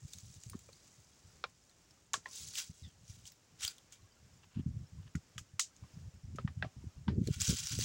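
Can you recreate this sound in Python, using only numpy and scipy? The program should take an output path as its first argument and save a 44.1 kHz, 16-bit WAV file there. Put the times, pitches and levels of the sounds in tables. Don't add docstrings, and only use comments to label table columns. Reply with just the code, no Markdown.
import sys
import numpy as np
from scipy import signal
from scipy.fft import rfft, irfft
from scipy.io import wavfile
from scipy.ndimage import uniform_filter1d

SR = 44100
rng = np.random.default_rng(int(sys.argv[2]) if len(sys.argv) > 2 else 0)


def output_pcm(signal):
    pcm = np.clip(np.atleast_2d(signal).T, -1, 1) * 32767
    wavfile.write(sys.argv[1], SR, np.round(pcm).astype(np.int16))


N = 345956
TIME_S = np.arange(N) / SR
HIT_S = TIME_S[:SR // 4]

# freq_hz, gain_db
HISS_EQ = [(20, -29.5), (40, -9.5), (65, -5), (130, -7), (200, -10.5), (380, -14.5), (900, -19.5),
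           (2800, -22.5), (4100, -24.5), (5500, -19.5), (7200, -23), (9000, -31.5), (12800, -41),
           (15500, -34)]
SIZZLE_EQ = [(2000, -26), (4500, -9.5), (7000, 15), (10000, -5), (12800, -30), (15400, -2.5)]
RUMBLE_EQ = [(20, -56), (35, -12), (55, -2.5), (80, 10), (130, 5.5), (180, -1.5), (240, -13.5),
             (310, -27.5), (450, -35), (800, -81.5)]
# start_s, hold_s, level_db
MIC_GUSTS = [(0.017, 0.036, -47), (0.146, 0.033, -53.5), (0.225, 0.081, -51.5), (0.353, .03, -52),
             (0.458, 0.032, -47.5), (0.515, 0.054, -46.5), (0.574, 0.16, -66.5), (0.977, .015, -54.5),
             (1.239, .02, -52), (1.285, 0.18, -67.5), (2.134, 0.055, -63), (2.398, 0.092, -63.5),
             (2.69, 0.022, -53), (2.817, 0.059, -49), (2.91, 0.15, -64), (3.082, 0.17, -60.5),
             (3.505, 0.046, -64), (3.925, .14, -66), (4.196, 0.28, -67.5), (4.555, 0.082, -40),
             (4.661, 0.18, -41.5), (4.917, 0.16, -50), (5.147, 0.029, -38), (5.354, 0.065, -49),
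             (5.533, 0.022, -49.5), (5.818, .03, -49.5), (5.933, 0.15, -51), (6.138, 0.027, -48),
             (6.231, 0.29, -43.5), (6.556, 0.11, -45.5), (6.756, 0.12, -46), (6.962, 0.13, -49),
             (7.067, 0.17, -33), (7.265, .042, -30.5), (7.361, 0.07, -42.5), (7.478, 0.064, -31.5),
             (7.59, 0.064, -47.5), (7.704, 0.12, -40.5)]
# peak_s, level_db, pitch_hz
MIC_THUMPS = [(0.554, -31, 200), (2.178, -49, 230), (3.101, -38, 97), (3.649, -44, 77), (4.575, -25.5, 180),
              (4.597, -27.5, 208), (4.665, -24, 160), (4.772, -32.5, 112), (5.155, -25, 186),
              (5.828, -36, 85.4), (5.974, -34.5, 131), (6.351, -36.5, 224), (6.451, -20.5, 143.6),
              (6.576, -34, 102), (6.648, -40, 320), (6.842, -41, 260), (7.086, -20.5, 184),
              (7.186, -26, 288), (7.217, -19, 148), (7.287, -27, 343), (7.309, -20, 134),
              (7.498, -20.5, 155), (7.528, -32, 300), (7.782, -23.5, 114), (7.791, -32, 366)]

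# peak_s, crunch_db, rise_s, fall_s, crush_relative_db
BOOT_PRESSES = [(0.13, -61.5, 0.061, 0.074, -12), (0.42, -64.5, .35, 0.8, -19),
                (2.396, -46, 0.082, 0.11, -18), (2.597, -39, 0.038, 0.026, -8.5),
                (2.76, -68.5, 0.025, 0.13, -13), (3.11, -62, 0.048, 0.13, -10.5),
                (3.278, -55, 0.019, 0.015, -15.5), (3.644, -39, 0.029, .033, -4.5),
                (3.934, -61, .014, 0.026, -3.5), (7.332, -52.5, 0.072, 0.21, -4.5),
                (7.414, -37, 0.0093, 0.014, -8), (7.475, -36, .035, 0.085, -9.5),
                (7.665, -47.5, 0.091, 0.16, -11.5), (7.73, -44.5, 0.025, 0.013, -7),
                (7.835, -42, 0.036, 0.089, -6.5)]
# start_s, level_db, pitch_hz, fizz_relative_db
STEM_SNAPS = [(0.134, -39.5, 3740, -21), (0.185, -48, 6500, -14), (0.341, -53.5, 7500, -30),
              (0.4354, -47.5, 6800, -32), (0.498, -45.5, 9100, -5), (0.591, -54, 7200, -9),
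              (0.7297, -52.5, 4400, -35), (1.6948, -59.5, 4300, -30), (1.908, -58, 5450, -27),
              (2.537, -44, 4200, -24), (2.554, -38, 2800, -17), (2.583, -32, 3820, -15),
              (3.254, -51, 3030, -26), (3.3195, -53.5, 5400, -2), (3.608, -44, 3900, -22),
              (3.6488, -29.5, 3200, -20), (3.6775, -29.5, 4850, -18), (3.782, -53, 3350, -32),
              (3.9235, -50, 6900, -28), (7.273, -37.5, 4300, -30), (7.402, -36, 5300, -27),
              (7.4169, -26, 7470, -25), (7.479, -32, 5870, -20), (7.6703, -32, 5740, -24),
              (7.7887, -36, 5830, -8), (7.81, -32, 4700, -36)]
# freq_hz, gain_db
CRUNCH_EQ = [(900, -55), (1800, -20), (3000, -11), (4200, -3.5), (5600, 0), (7300, 0), (8700, -8),
             (11000, -14.5), (12800, -27.5), (14000, -17), (15400, -13.5), (16000, -5.5)]
CRUSH_EQ = [(500, -17.5), (900, -11), (1400, -1.5), (2000, 1), (2800, 5), (3600, 5), (5000, -19.5)]
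TICK_EQ = [(900, -30), (2000, -4.5), (3800, 0), (6000, 6.5), (9800, 4.5), (12800, -13.5), (15400, -1)]

# pitch_ratio, gain_db
SQUEAK_TONES = [(0.549, -8), (0.999, 3.5), (1.41, -4)]
# start_s, hold_s, level_db
WIPE_STROKES = [(4.427, 0.017, -67), (4.507, 0.1, -70.5), (5.02, 0.074, -76)]
# start_s, level_db, contact_s, scatter_relative_db
EDGE_CLACKS = [(2.134, -27.5, 0.0069, -12), (5.154, -45.5, 0.0037, -15), (5.38, -42, 0.012, -13.5),
               (5.5957, -22, 0.0022, -9.5), (5.7647, -54.5, 0.0032, -18), (6.358, -55.5, 0.01, -18)]
# start_s, low_hz, low_db, mid_hz, mid_db, high_hz, high_db, tail_db
KNOCKS_AND_CALL = [(0.533, 1150, -50.5, 1350, -56, 2600, -80, -62),
                   (0.543, 360, -54.5, 1230, -62, 1600, -81, -66.5),
                   (0.688, 494, -55.5, 1290, -65, 2300, -84, -66),
                   (1.4398, 528, -44.5, 1340, -32, 3860, -37.5, -55),
                   (1.442, 800, -47, 2360, -40, 5400, -49.5, -58),
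                   (2.1398, 700, -44.5, 1180, -31.5, 3380, -32, -47.5),
                   (2.141, 1380, -59, 1626, -34.5, 2600, -48, -49),
                   (2.258, 900, -55, 1890, -39, 2360, -52, -50),
                   (5.1514, 1440, -48, 1950, -46, 3180, -74, -68),
                   (5.38, 1270, -49.5, 1650, -46, 3200, -42, -72),
                   (5.5938, 1175, -39, 1854, -42, 3400, -47, -70),
                   (5.836, 740, -66, 1150, -64, 2650, -81, -66.5),
                   (6.385, 525, -45, 1270, -39, 3080, -54, -54.5),
                   (6.4763, 1060, -47, 1800, -45, 2740, -51, -58),
                   (6.625, 660, -42, 1740, -30, 3600, -41.5, -52),
                   (6.6259, 700, -57, 1730, -48, 2530, -40.5, -63),
                   (6.645, 654, -44, 1420, -57, 2300, -54, -53.5),
                   (7.0806, 943, -40, 1570, -44.5, 3170, -46.5, -46.5)]
# freq_hz, gain_db, decay_s
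BEAM_MODES = [(388.6, 3.5, 0.02), (454, -3.5, 0.0074), (615, -2, 0.021), (763, -6, 0.027), (960, -7, .014),
              (1047, 11, 0.012), (1186, 1, 0.0099), (1325, 3, 0.013), (1620, -19, 0.015), (1825, -5, 0.02),
              (2090, -18, 0.0063), (2380, 12.5, 0.0038)]
# freq_hz, gain_db
WIPE_EQ = [(400, -14), (950, 0.5), (1700, 0), (2200, -9), (2750, 5), (3600, -4), (6000, -15), (11000, -50)]
CLACK_EQ = [(530, -31), (900, -27), (1950, -5), (2600, -4), (3510, -10.5), (4050, -8), (6890, 2.5),
            (8050, -6), (9420, -16.5), (10400, -11.5), (12900, -25), (15100, -20), (16000, -17)]
CLACK_SCATTER_EQ = [(410, -51), (700, -19.5), (1200, -55), (1400, -23), (1710, -16), (2130, -15.5),
                    (2920, -5), (4150, -2), (6150, 6.5), (7490, 5), (12800, -29), (16000, -17)]
KNOCK_SCATTER_EQ = [(250, -40), (450, 1.5), (1200, -3.5), (2000, -2.5), (3500, -5.5), (5000, -8.5),
                    (7000, -24), (10000, -50)]


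def undb(db):
    return 10 ** (np.asarray(db) / 20)


def unit_rms(x):
    return x / np.sqrt(np.mean(x ** 2))


def unit_peak_rms(x):
    return x / np.sqrt(uniform_filter1d(x ** 2, 176).max())


def add(out, start_s, x):
    i = max(int(start_s * SR), 0)
    out[i:i + len(x)] += x[:max(len(out) - i, 0)]


def colour(x, eq):
    hz, db = np.transpose(eq)
    size = 8192
    log_hz = np.log(np.maximum(np.fft.rfftfreq(size, 1 / SR), 1))
    cepstrum = irfft(np.log(undb(np.interp(log_hz, np.log(hz), db))))
    cepstrum[1:size // 2] *= 2
    cepstrum[size // 2 + 1:] = 0
    return signal.fftconvolve(x, irfft(np.exp(rfft(cepstrum))))[:len(x)]


def ring(x, hz, width_hz, stages=1):
    for _ in range(stages):
        x = signal.lfilter(*signal.iirpeak(hz, hz / width_hz, fs=SR), x)
    return x


def resonance(push, hz, width_hz):
    for band_hz in (width_hz, hz / 2, hz):
        push = ring(push, hz, band_hz)
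    return unit_peak_rms(push)


def wander(rate_hz):
    hold = max(int(SR / rate_hz), 1)
    steps = np.repeat(rng.standard_normal(N // hold + 1), hold)
    return unit_rms(uniform_filter1d(uniform_filter1d(steps, hold), hold)[:N])


def envelope(start_s, attack_s, hold_s, release_s):
    age_s = TIME_S - start_s
    return np.clip(age_s / attack_s, 0, 1) * np.exp(-np.maximum(age_s - hold_s, 0) / release_s)


def burst(decay_s):
    return rng.standard_normal(len(HIT_S)) * np.exp(-HIT_S / decay_s)


def crackle(rate_hz, spread_db):
    strength = undb(spread_db * np.minimum(rng.exponential(size=N), 4))
    fires = rng.random(N) < rate_hz / SR
    return unit_rms(fires * strength * rng.choice([-1, 1], N))


def crinkles(rate_hz, spread_db, decay_cycles, samples=700):
    draws = rng.random((int(rate_hz * N / SR), 3))
    onset = (draws[:, :1] * (N - samples)).astype(int)
    hz = 900 + 15000 * draws[:, 1:2] ** 2
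    strength = undb(-spread_db * np.log(np.maximum(draws[:, 2:], 0.03)))
    strength *= hz ** 0.75
    cycles = hz * HIT_S[:samples]
    waves = strength * np.exp(-cycles / decay_cycles) * np.sin(2 * np.pi * cycles)
    return unit_rms(np.bincount((onset + np.arange(samples)).ravel(), waves.ravel(), N))


def air(level_db=-69.5, flicker_db=1.54, tick_db=-15, swell_at_s=4.13, swell_width_s=0.72):
    hiss = unit_rms(colour(rng.standard_normal(N), HISS_EQ)) * undb(flicker_db * wander(5.45))
    ticks = unit_rms(colour(crinkles(rate_hz=25, spread_db=1.5, decay_cycles=30), HISS_EQ))
    fade = undb(-79.5) + undb(-73) * np.exp(-TIME_S / 0.59)
    sizzle = unit_rms(colour(crackle(rate_hz=5500, spread_db=6.2), SIZZLE_EQ)) * fade
    swell_db = 3 * np.exp(-((TIME_S - swell_at_s) / swell_width_s) ** 2)
    return (hiss + undb(tick_db) * ticks) * undb(level_db + swell_db) + sizzle


def turbulence(hz, width_hz):
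    return unit_rms(ring(rng.standard_normal(N), hz, width_hz, stages=4))


def rumble(breeze_db=-79, knee_db=-35, bass_db=-2, flutter_db=-6, rasp_db=-16, bump_db=3.5):
    bass = colour(rng.standard_normal(N), RUMBLE_EQ)
    bass /= np.sqrt(uniform_filter1d(bass ** 2, size=1200))
    gusts = sum(undb(db) * envelope(start_s, 0.011, hold_s, 0.011) for start_s, hold_s, db in MIC_GUSTS)
    force = (gusts + undb(breeze_db)) / undb(knee_db)
    strain = np.tanh(force)
    flutter = undb(flutter_db) * turbulence(hz=225, width_hz=161)
    rasp = undb(rasp_db) * np.minimum(force, 2) * strain * turbulence(hz=385, width_hz=230)
    buffet = undb(bass_db) * bass + strain ** 1.74 * (flutter + rasp)
    return undb(knee_db + bump_db * wander(55)) * strain * buffet


def thumps(decay_cycles=0.44, lead_s=0.05, highpass_hz=58):
    out = np.zeros(N)
    for peak_s, db, hz in MIC_THUMPS:
        cycles = (HIT_S - lead_s) * hz
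        swell = np.where(cycles < 0, np.exp(-(2 * cycles) ** 2), np.exp(-np.abs(cycles) / decay_cycles))
        lowpass = signal.butter(3, 2 * hz, fs=SR, output="sos")
        push = signal.sosfiltfilt(lowpass, swell * np.cos(2 * np.pi * cycles))
        add(out, peak_s - lead_s, undb(db) * push)
    return signal.sosfilt(signal.butter(3, highpass_hz, "highpass", fs=SR, output="sos"), out)


def rustle(eq, dust_db=-3, scatter_db=-25, scatter_s=0.0071):
    grains = crinkles(rate_hz=3600, spread_db=2.7, decay_cycles=3, samples=150)
    litter = undb(scatter_db) * burst(scatter_s)
    litter[0] += 1
    fractures = grains + undb(dust_db) * crackle(rate_hz=4000, spread_db=5.2)
    return unit_rms(colour(signal.fftconvolve(fractures, litter)[:N], eq))


def leaves(surge_db=2, crush_gain_db=-1, tick_db=-42, tick_exponent=0.49):
    breaking, weight = np.zeros(N), np.zeros(N)
    for peak_s, crunch_db, rise_s, fall_s, crush_db in BOOT_PRESSES:
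        age_s = TIME_S - peak_s
        load = undb(crunch_db) * np.exp(-np.where(age_s < 0, (age_s / rise_s) ** 2, age_s / fall_s))
        breaking += load
        weight += undb(crush_db) * load
    crunch = rustle(CRUNCH_EQ) * breaking
    crush = undb(crush_gain_db) * rustle(CRUSH_EQ) * weight
    edges = signal.fftconvolve(crackle(rate_hz=55, spread_db=2.3), burst(0.0015))[:N]
    ticks = undb(tick_db) * unit_rms(colour(edges, TICK_EQ)) * breaking ** tick_exponent
    return (crunch + crush) * undb(surge_db * wander(110)) + ticks


def snaps(break_s=0.0028, tail_s=0.019, tail_db=-20, crush_db=-8, stem_db=-2, gain_db=-3):
    out = np.zeros(N)
    for start_s, db, hz, fizz_db in STEM_SNAPS:
        tick = burst(break_s) + undb(tail_db) * burst(tail_s)
        crunch = unit_peak_rms(colour(tick, CRUNCH_EQ))
        crush = undb(crush_db) * unit_peak_rms(colour(tick, CRUSH_EQ))
        stem = undb(stem_db) * resonance(tick, hz, width_hz=450)
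        fizz = undb(fizz_db) * unit_peak_rms(ring(tick, hz=15000, width_hz=2200, stages=2))
        add(out, start_s, undb(db + gain_db) * (crunch + crush + stem + fizz))
    return out


def squeak(start_s=2.83, pitch_hz=3750, fall_oct_per_s=3.5, level_db=-64, rough_db=3.8):
    hz = pitch_hz * 2 ** (-fall_oct_per_s * np.maximum(TIME_S - start_s, 0))
    cycles = np.cumsum(hz * (1 + 0.07 * wander(4000))) / SR
    tone = sum(undb(db) * np.sin(2 * np.pi * ratio * cycles) for ratio, db in SQUEAK_TONES)
    shape = envelope(start_s, attack_s=0.0043, hold_s=0.026, release_s=0.033)
    return undb(level_db + rough_db * wander(170)) * shape * tone


def wipes(attack_s=0.0091, release_s=0.012, uneven_db=3):
    strokes = sum(undb(db) * envelope(start_s, attack_s, hold_s, release_s)
                  for start_s, hold_s, db in WIPE_STROKES)
    friction = unit_rms(colour(crackle(rate_hz=1500, spread_db=3.4), WIPE_EQ))
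    return friction * strokes * undb(uneven_db * wander(70))


def clacks(crack_gain_db=-2, scatter_s=0.02, delay_s=0.005):
    out = np.zeros(N)
    for start_s, db, contact_s, scatter_db in EDGE_CLACKS:
        crack = unit_peak_rms(colour(burst(contact_s), CLACK_EQ))
        tail = unit_peak_rms(colour(burst(scatter_s), CLACK_SCATTER_EQ))
        add(out, start_s, undb(db + crack_gain_db) * crack)
        add(out, start_s + delay_s, undb(db + scatter_db) * tail)
    return out


def beam_ring(spread_db=10, detune_ratio=0.0094, attack_s=0.0042):
    hz, db, decay_s = np.array(BEAM_MODES).T[:, :, None]
    detune, strength, phase = rng.standard_normal((3, len(BEAM_MODES), 1))
    cycles = hz * (1 + detune_ratio * detune) * HIT_S + phase
    modes = undb(db + spread_db * strength) * np.exp(-HIT_S / decay_s) * np.sin(2 * np.pi * cycles)
    return unit_peak_rms(modes.sum(axis=0) * (1 - np.exp(-HIT_S / attack_s)))


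def knocks_and_call(contact_s=0.0063, grit=0.051, ring_db=-2, scatter_db=-3, scatter_s=0.02):
    out = np.zeros(N)
    for start_s, low_hz, low_db, mid_hz, mid_db, high_hz, high_db, tail_db in KNOCKS_AND_CALL:
        push = grit * burst(contact_s)
        push[0] += 1
        low = undb(low_db) * resonance(push, low_hz, width_hz=120)
        mid = undb(mid_db) * resonance(push, mid_hz, width_hz=180)
        high = undb(high_db) * resonance(push, high_hz, width_hz=650)
        scatter = undb(scatter_db) * unit_peak_rms(colour(burst(scatter_s), KNOCK_SCATTER_EQ))
        tail = undb(ring_db) * beam_ring() + scatter
        add(out, start_s, low + mid + high + undb(tail_db) * tail)
    return out


def scene():
    foreground = knocks_and_call() + clacks() + wipes() + squeak()
    ground = leaves() + snaps()
    return (foreground + ground + thumps() + rumble() + air())[None]


def record(dry):
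    return signal.sosfilt(signal.ellip(10, 0.2, 70, 15900, fs=SR, output="sos"), dry)


dry = scene()
out = record(dry)
output_pcm(out)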